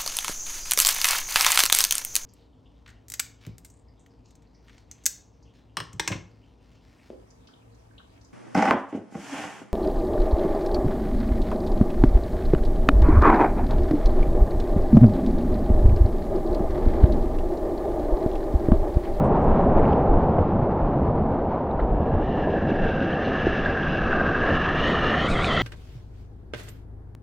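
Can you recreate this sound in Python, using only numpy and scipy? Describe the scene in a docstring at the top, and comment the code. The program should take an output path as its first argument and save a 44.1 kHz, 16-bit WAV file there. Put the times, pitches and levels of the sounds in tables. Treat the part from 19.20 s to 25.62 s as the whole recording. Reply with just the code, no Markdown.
"""A muffled roar with thumps and slaps on a hull: a kayak runs a steep creek rapid, heard by a small
helmet microphone whose port is drowned. Bursting bubbles make the roar; waves jolt and strike the boat.
As it glides into calmer water the port drains, drops ring, and the water hisses through the port's
resonances, which rise in pitch whenever the film of water thins."""
import sys
import numpy as np
from scipy import signal
from scipy.fft import rfft, irfft, next_fast_len
from scipy.io import wavfile
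from scipy.ndimage import map_coordinates

SR = 44100
rng = np.random.default_rng(int(sys.argv[2]) if len(sys.argv) > 2 else 0)


def generate_wav(signal):
    """Clip the signal to [-1, 1] and save it as 16-bit WAV at the path in sys.argv[1]."""
    frames = np.transpose(np.atleast_2d(signal))
    scaled = np.clip(frames, -1, 1) * 32767
    pcm = np.round(scaled).astype(np.int16)
    wavfile.write(sys.argv[1], SR, pcm)


N = 283122


def amp(db):
    """Decibels to gain."""
    return 10 ** (np.asarray(db) / 20)


def rms_one(x):
    """Scale to unit rms."""
    return x / np.sqrt(np.mean(x ** 2) + 1e-20)


def curves(rows):
    """One automation curve for each column after the time, one value a sample."""
    times, *columns = np.transpose(rows)
    return [np.interp(np.arange(N) / SR, times, column) for column in columns]


def swells(rows):
    """Summed bell-shaped swells from rows of t/s, height, half-width/s."""
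    t = np.arange(N) / SR
    return sum(height * np.exp(-((t - at) / width) ** 2) for at, height, width in rows)


def with_swells(bed, peaks):
    """Gain of a level curve with swells on top, both given in dB."""
    return amp(curves(bed)[0]) + swells([(at, amp(db), width) for at, db, width in peaks])


def drift(rate_hz, size=N):
    """Slow random wander of unit rms: coarse noise through a double one-pole low-pass."""
    step, settle = 20, 2000
    pole = np.exp(-2 * np.pi * rate_hz * step / SR)
    coarse = rng.standard_normal(size // step + settle + 2)
    slow = signal.lfilter([1], [1, -2 * pole, pole * pole], coarse)[settle:]
    return np.interp(np.arange(size) / step, np.arange(len(slow)), rms_one(slow))


def eq_curve(points):
    """Frequency response through points of f/Hz, level/dB."""
    hz, db = np.transpose(points)
    return lambda f: amp(np.interp(np.log(f), np.log(hz), db))


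def froth(response, lumpy_db, rate_hz, size=N):
    """Bursting bubbles merge into lumpy noise, coloured by a frequency response."""
    padded = next_fast_len(size)
    bursts = rng.standard_normal(size) * amp(lumpy_db * drift(rate_hz, size))
    hz = np.maximum(np.arange(padded // 2 + 1) * SR / padded, 1)
    return rms_one(irfft(rfft(bursts, padded) * response(hz), padded)[:size])


def bent_froth(response, rise, lumpy_db, rate_hz):
    """Froth read at varying speed, so its resonances scale by the factor rise."""
    source = froth(response, lumpy_db, rate_hz, size=N * 4 // 3)
    return map_coordinates(source, np.cumsum(rise)[None], order=3)


def hits(rows, spread, attack_s, cycles, loose):
    """Clusters of rings around a pitch, falling 60 dB in so many cycles; loose (0-1) scatters phase."""
    count = 16
    out = np.zeros(N + SR)
    t = np.arange(SR // 4) / SR
    for (at, db, hz), (detune, phase) in zip(rows, rng.uniform(-1, 1, (len(rows), 2, count, 1))):
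        ratio = np.exp(spread * detune)
        rings = np.sin(2 * np.pi * hz * ratio * t + np.pi * loose * phase) / ratio ** 2
        cluster = rings.sum(0) / count ** (1 - loose / 2)
        attack = 1 - np.exp(-(t / attack_s) ** 2)
        decay = amp(db - 60 * t * hz / cycles)
        out[round(at * SR):][:len(t)] += decay * cluster * attack
    return out[:N]


RUMBLE_EQ = [(7.1, -21), (12, 15.5), (34, 12), (75, 2), (98, -20), (160, -120)]  # sub-bass of the waves: f/Hz, level/dB
RUMBLE_BED = [(0, -22.5), (.15, -24), (.42, -23.5), (.68, -31.5), (1.0, -27), (2.0, -35), (2.4, -36.5),
              (2.62, -32), (3.0, -30.5), (3.2, -33), (4.2, -36.5), (6.42, -33.5)]  # its steady bed: t/s, level/dB
BOAT_JOLTS = [(0.276, -28.5, 0.11), (0.551, -23, 0.086), (0.902, -16.5, 0.056), (1.19, -17.5, 0.06),
              (1.382, -34.5, 0.071), (1.95, -29.5, 0.038), (2.753, -31.5, 0.15), (5.197, -34.5, 0.088),
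              (6.123, -26.5, 0.068)]  # swells on top: t/s, level/dB, half-width/s


def wave_rumble():
    """Waves rumble under the boat and swell as they jolt it."""
    gain = with_swells(RUMBLE_BED, BOAT_JOLTS)
    return gain * froth(eq_curve(RUMBLE_EQ), lumpy_db=-5.0, rate_hz=5.0)


FLOW_LEVELS = [(0, -20.5, -22.5), (.75, -20.5, -23), (1.3, -24.5, -25.5), (1.9, -25, -24), (2.4, -27, -28),
               (2.6, -27.5, -29.5), (2.9, -26, -25.5), (3.5, -26, -26), (4.1, -26, -31),
               (4.6, -28.5, -29.5), (4.97, -26.5, -31), (5.03, -27.5, -25.5), (5.2, -26.5, -30),
               (5.31, -24, -29), (5.42, -29.5, -30.5), (5.7, -25.5, -29.5), (6.42, -28.5, -27.5)]  # water around the boat: t/s, roar level/dB, boom level/dB
BOOM_EQ = [(41, -10.5), (70, 0.5), (119, -5), (157, -0.5), (230, -5.5), (300, -22.5), (510, -120)]  # low body of the hull: f/Hz, level/dB
ROAR_EQ = [(130, -34), (220, -0.5), (356, -1), (405, -1.5), (722, -3.5), (793, -3.5), (826, -17.5),
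           (880, -11), (1140, -43), (1940, -120)]  # low mids of the rapid: f/Hz, level/dB
LEAK_EQ = [(470, -51.5), (800, 3), (1020, -2), (1780, -22.5), (2690, -33.5), (4410, -46), (5200, -52.5),
           (6500, -56.5), (7600, -72), (9700, -120)]  # dull wash above the roar: f/Hz, level/dB
LEAK_FADE = [(0, -29.5), (.5, -28), (.68, -27.5), (.9, -30.5), (1.19, -31.5), (1.25, -32), (2.55, -35.5),
             (2.63, -34.5), (2.76, -35), (3.7, -40.5), (4.2, -72)]  # fade of that wash: t/s, level/dB


def whitewater():
    """The hull booms, the rapid roars and a dull wash leaks through the drowned port."""
    roar_db, boom_db = curves(FLOW_LEVELS)
    boom = amp(boom_db) * froth(eq_curve(BOOM_EQ), lumpy_db=1.36, rate_hz=3.6)
    roar = amp(roar_db) * froth(eq_curve(ROAR_EQ), lumpy_db=1.0, rate_hz=47.0)
    leak = amp(curves(LEAK_FADE)[0]) * froth(eq_curve(LEAK_EQ), lumpy_db=1.2, rate_hz=18.0)
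    return boom + roar + leak


SPRAY_EQ = [(3500, -35), (5000, 8), (6500, 10.5), (8500, 11.5), (10500, -3), (12500, -12.5), (13800, -38.5),
            (14500, -32)]  # sizzle of droplets: f/Hz, level/dB
MIST_BED = [(5.3, -110), (5.6, -75), (5.97, -74), (6.15, -56), (6.42, -63)]  # steady spray through the thinning film: t/s, level/dB
SPRAY_BURSTS = [(0.06, -65, 0.026), (0.226, -73, 0.071), (0.422, -78, 0.073), (5.694, -70, 0.021),
                (6.109, -50, 0.019), (6.254, -53, 0.025), (6.335, -67, 0.023)]  # short spits: t/s, level/dB, half-width/s


def spray():
    """Faint bright spray: a few spits at the start, then a sizzle with short spits near the end."""
    gain = with_swells(MIST_BED, SPRAY_BURSTS)
    return gain * froth(eq_curve(SPRAY_EQ), lumpy_db=2.0, rate_hz=48.0)


SPLASH_CUES = [(.553, -36, 2000), (.592, -32.5, 2090), (.641, -32, 2020), (.652, -37, 2500),
               (.731, -35.5, 2890), (1.184, -28, 1246), (1.187, -40, 2500), (2.591, -31, 1570),
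               (2.597, -46, 3220), (2.599, -29, 1690), (2.605, -36, 1580), (2.606, -44, 3300),
               (3.5, -41, 3000), (4.05, -31, 3735), (5.844, -23, 3655), (6.244, -21, 3550)]  # water on the helmet: t/s, level/dB, f/Hz


def helmet_splashes():
    """Water hits the helmet in short, noisy splats."""
    return hits(SPLASH_CUES, spread=0.24, attack_s=0.00056, cycles=56, loose=0.99)


DROP_CUES = [(.731, -46, 4800), (2.512, -43, 3800), (3.688, -33, 3460), (3.93, -29, 3070),
             (4.06, -34, 4080), (4.45, -29, 3400), (4.63, -30, 3096), (4.929, -11.5, 1550),
             (6.244, -14.5, 2350), (6.366, -15, 1920), (6.375, -14.5, 1374)]  # plinks: t/s, level/dB, f/Hz


def drops():
    """Single drops ring briefly at one pitch."""
    return hits(DROP_CUES, spread=0.036, attack_s=0.0008, cycles=64, loose=0.1)


THUMP_CUES = [(1.182, -7.5, 88), (1.61, -17, 36), (1.75, -11.5, 138), (1.8, -15.5, 70), (1.875, -13.5, 112),
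              (2.605, -14, 50.6), (2.70, -15, 41), (2.79, -15, 77.4), (2.745, -18, 45.6), (2.925, -9.5, 85),
              (2.93, -19, 31.1), (2.975, -19, 74.6), (6.09, -19.5, 26)]  # bass hits on the hull: t/s, level/dB, f/Hz


def hull_thumps():
    """Heavy waves thump the hull with a soft attack."""
    return hits(THUMP_CUES, spread=0.046, attack_s=0.015, cycles=18, loose=0.2)


SLAP_CUES = [(1.084, -8.5, 620), (1.183, -5.5, 750), (1.188, -6.5, 520), (2.593, -13.5, 596),
             (3.025, -23, 568), (3.141, -15, 560), (3.227, -16, 610), (3.272, -11.5, 596),
             (3.308, -22, 603), (3.338, -13.5, 520), (3.517, -10, 258), (4.268, -8.5, 366.7),
             (5.012, -12.5, 669), (5.29, -14, 600)]  # midrange knocks on the hull: t/s, level/dB, f/Hz


def hull_slaps():
    """Water slaps the hull, quick and dull."""
    return hits(SLAP_CUES, spread=0.12, attack_s=0.001, cycles=28, loose=0.1)


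def behind_film(modes, steepness):
    """Response of parallel resonances, with the top damped by the water film."""
    film_hz = 6680  # low-pass corner at rest

    def response(f):
        power = sum(amp(2 * db) / (1 + ((f - hz ** 2 / f) / width) ** 2) ** steepness
                    for hz, width, db in modes)
        return np.sqrt(power / (1 + (f / film_hz) ** 22))
    return response


# the port between clearings: t/s, nominal f/Hz, first resonance level/dB, upper ones against it/dB
PORT_DRAIN = [(2.3, 1708, -89.5, -9.5), (2.84, 1680, -54, -6.5), (2.9, 1647, -47.5, -16),
              (2.96, 1660, -47.5, -11.5), (3.0, 1690, -47, -10), (3.08, 1770, -49, -0.5),
              (3.18, 1724, -41.5, -8), (3.35, 1662, -39.5, -11), (3.48, 1648, -36, -14.5),
              (3.56, 1720, -40, -4), (3.66, 1610, -32, -11.5), (3.82, 1633, -32, -13),
              (3.95, 1706, -35, -7.5), (4.07, 1670, -33.5, -7), (4.2, 1684, -32, -6.5),
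              (4.35, 1691, -32, -8), (4.5, 1655, -29.5, -12.5), (4.7, 1630, -32.5, -8.5),
              (4.9, 1613, -29, -13), (5.05, 1613, -28, -14), (5.19, 1635, -29, -12),
              (5.32, 1703, -25.5, -13.5), (5.42, 1669, -30.5, -8.5), (5.6, 1731, -28.5, -5.5),
              (5.76, 1717, -29.5, -3.5), (5.92, 1744, -26.5, -7.5), (6.05, 1846, -33, -1),
              (6.2, 1857, -30.5, -5), (6.33, 1855, -30.5, 0.5), (6.42, 1880, -28, -2)]
UPPER_GLIDE = [(2.9, 2750), (3.12, 2875), (3.28, 2740), (3.8, 2740), (4.13, 2774), (4.6, 2718),
               (5.18, 2688), (5.3, 2800), (5.45, 2717), (5.67, 2843), (5.94, 2881), (6.05, 3054),
               (6.42, 3168)]  # strongest upper resonance between clearings: t/s, f/Hz
CAVITY_FADE = [(2.2, -68), (3.55, -54.5), (3.62, -49.5), (4.1, -38), (4.93, -36.5), (5.02, -32.5),
               (6.42, -29)]  # air in the housing as the port opens: t/s, level/dB
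FILM_CLEARINGS = [(5.71, 105.1, 0.046), (6.115, 374.5, 0.033), (6.25, 334, .035)]  # the film clears briefly: t/s, nominal lift/Hz, half-width/s
FIRST_PEAKS = [(1370, 340, -6), (1639, 173, 7)]  # first resonance at rest: f/Hz, width/Hz, level/dB
UPPER_PEAKS = [(2283, 170, -3), (2737, 300, 4), (2950, 600, -6), (3380, 540, -11), (3860, 720, -15),
               (5060, 480, -21.5), (5920, 670, -25)]  # upper resonances at rest: f/Hz, width/Hz, level/dB
CAVITY_PEAKS = [(1065, 530, -4.5), (1230, 260, -1.5)]  # housing cavity at rest: f/Hz, width/Hz, level/dB
OPEN_EQ = [(600, -30), (850, -2), (1850, 0.5), (2800, -9), (4500, -19.5), (7000, -45), (9500, -110)]  # broad wash through the open port: f/Hz, level/dB


def draining_port():
    """Water hisses through the port; the thinning film lifts every resonance, the cavity the least."""
    rest_hz, upper_rest_hz = 1650, 2747
    port_db_per_khz, cavity_db_per_khz, wash_db_per_khz = -14, -5, 38
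    nominal_hz, drain_db, upper_db = curves(PORT_DRAIN)
    lift_hz = swells(FILM_CLEARINGS)
    pitch_hz = nominal_hz + lift_hz

    # a clearing ducks the resonances and brings up the broad wash
    port_db = drain_db + port_db_per_khz * lift_hz / 1000
    cavity_db = curves(CAVITY_FADE)[0] + cavity_db_per_khz * lift_hz / 1000
    wash_db = port_db - port_db.max() - 49 + wash_db_per_khz * (pitch_hz - rest_hz) / 1000

    wobble = 1 + 0.005 * drift(rate_hz=9.0)
    rise = pitch_hz * wobble / rest_hz
    upper_rise = (curves(UPPER_GLIDE)[0] + 2.15 * lift_hz) * wobble / upper_rest_hz
    first = bent_froth(behind_film(FIRST_PEAKS, 1.636), rise ** 1.4, lumpy_db=2.0, rate_hz=56.0)
    upper = bent_froth(behind_film(UPPER_PEAKS, 2.27), upper_rise, lumpy_db=1.7, rate_hz=14.0)
    cavity = bent_froth(behind_film(CAVITY_PEAKS, 2.9), rise ** 0.45, lumpy_db=1.8, rate_hz=20.0)
    wash = froth(eq_curve(OPEN_EQ), lumpy_db=0.5, rate_hz=30.0)
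    return amp(port_db) * (first + amp(upper_db) * upper) + amp(cavity_db) * cavity + amp(wash_db) * wash


WIDTH_EQ = [(30, -48.5), (500, -73.5), (1200, -61.5), (2500, -61), (4000, -35.5), (9000, -17)]  # stereo side against the middle: f/Hz, level/dB


def scene():
    """A nearly mono mix; a faint, delayed copy widens the treble."""
    mid = wave_rumble() + whitewater() + draining_port() + spray()
    mid += helmet_splashes() + drops() + hull_slaps() + hull_thumps()
    delay = SR // 50  # 20 ms
    late = np.concatenate([mid[:delay][::-1], mid[:-delay]])
    hz = np.arange(N // 2 + 1) * SR / N + 1
    side = irfft(rfft(late) * eq_curve(WIDTH_EQ)(hz), N)
    return np.array([mid + side, mid - side])


def record(dry):
    """A steep low-pass cuts the top."""
    stop_hz = 14600
    return signal.sosfilt(signal.cheby2(24, 70, stop_hz, fs=SR, output="sos"), dry)


dry = scene()
out = record(dry)
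generate_wav(out)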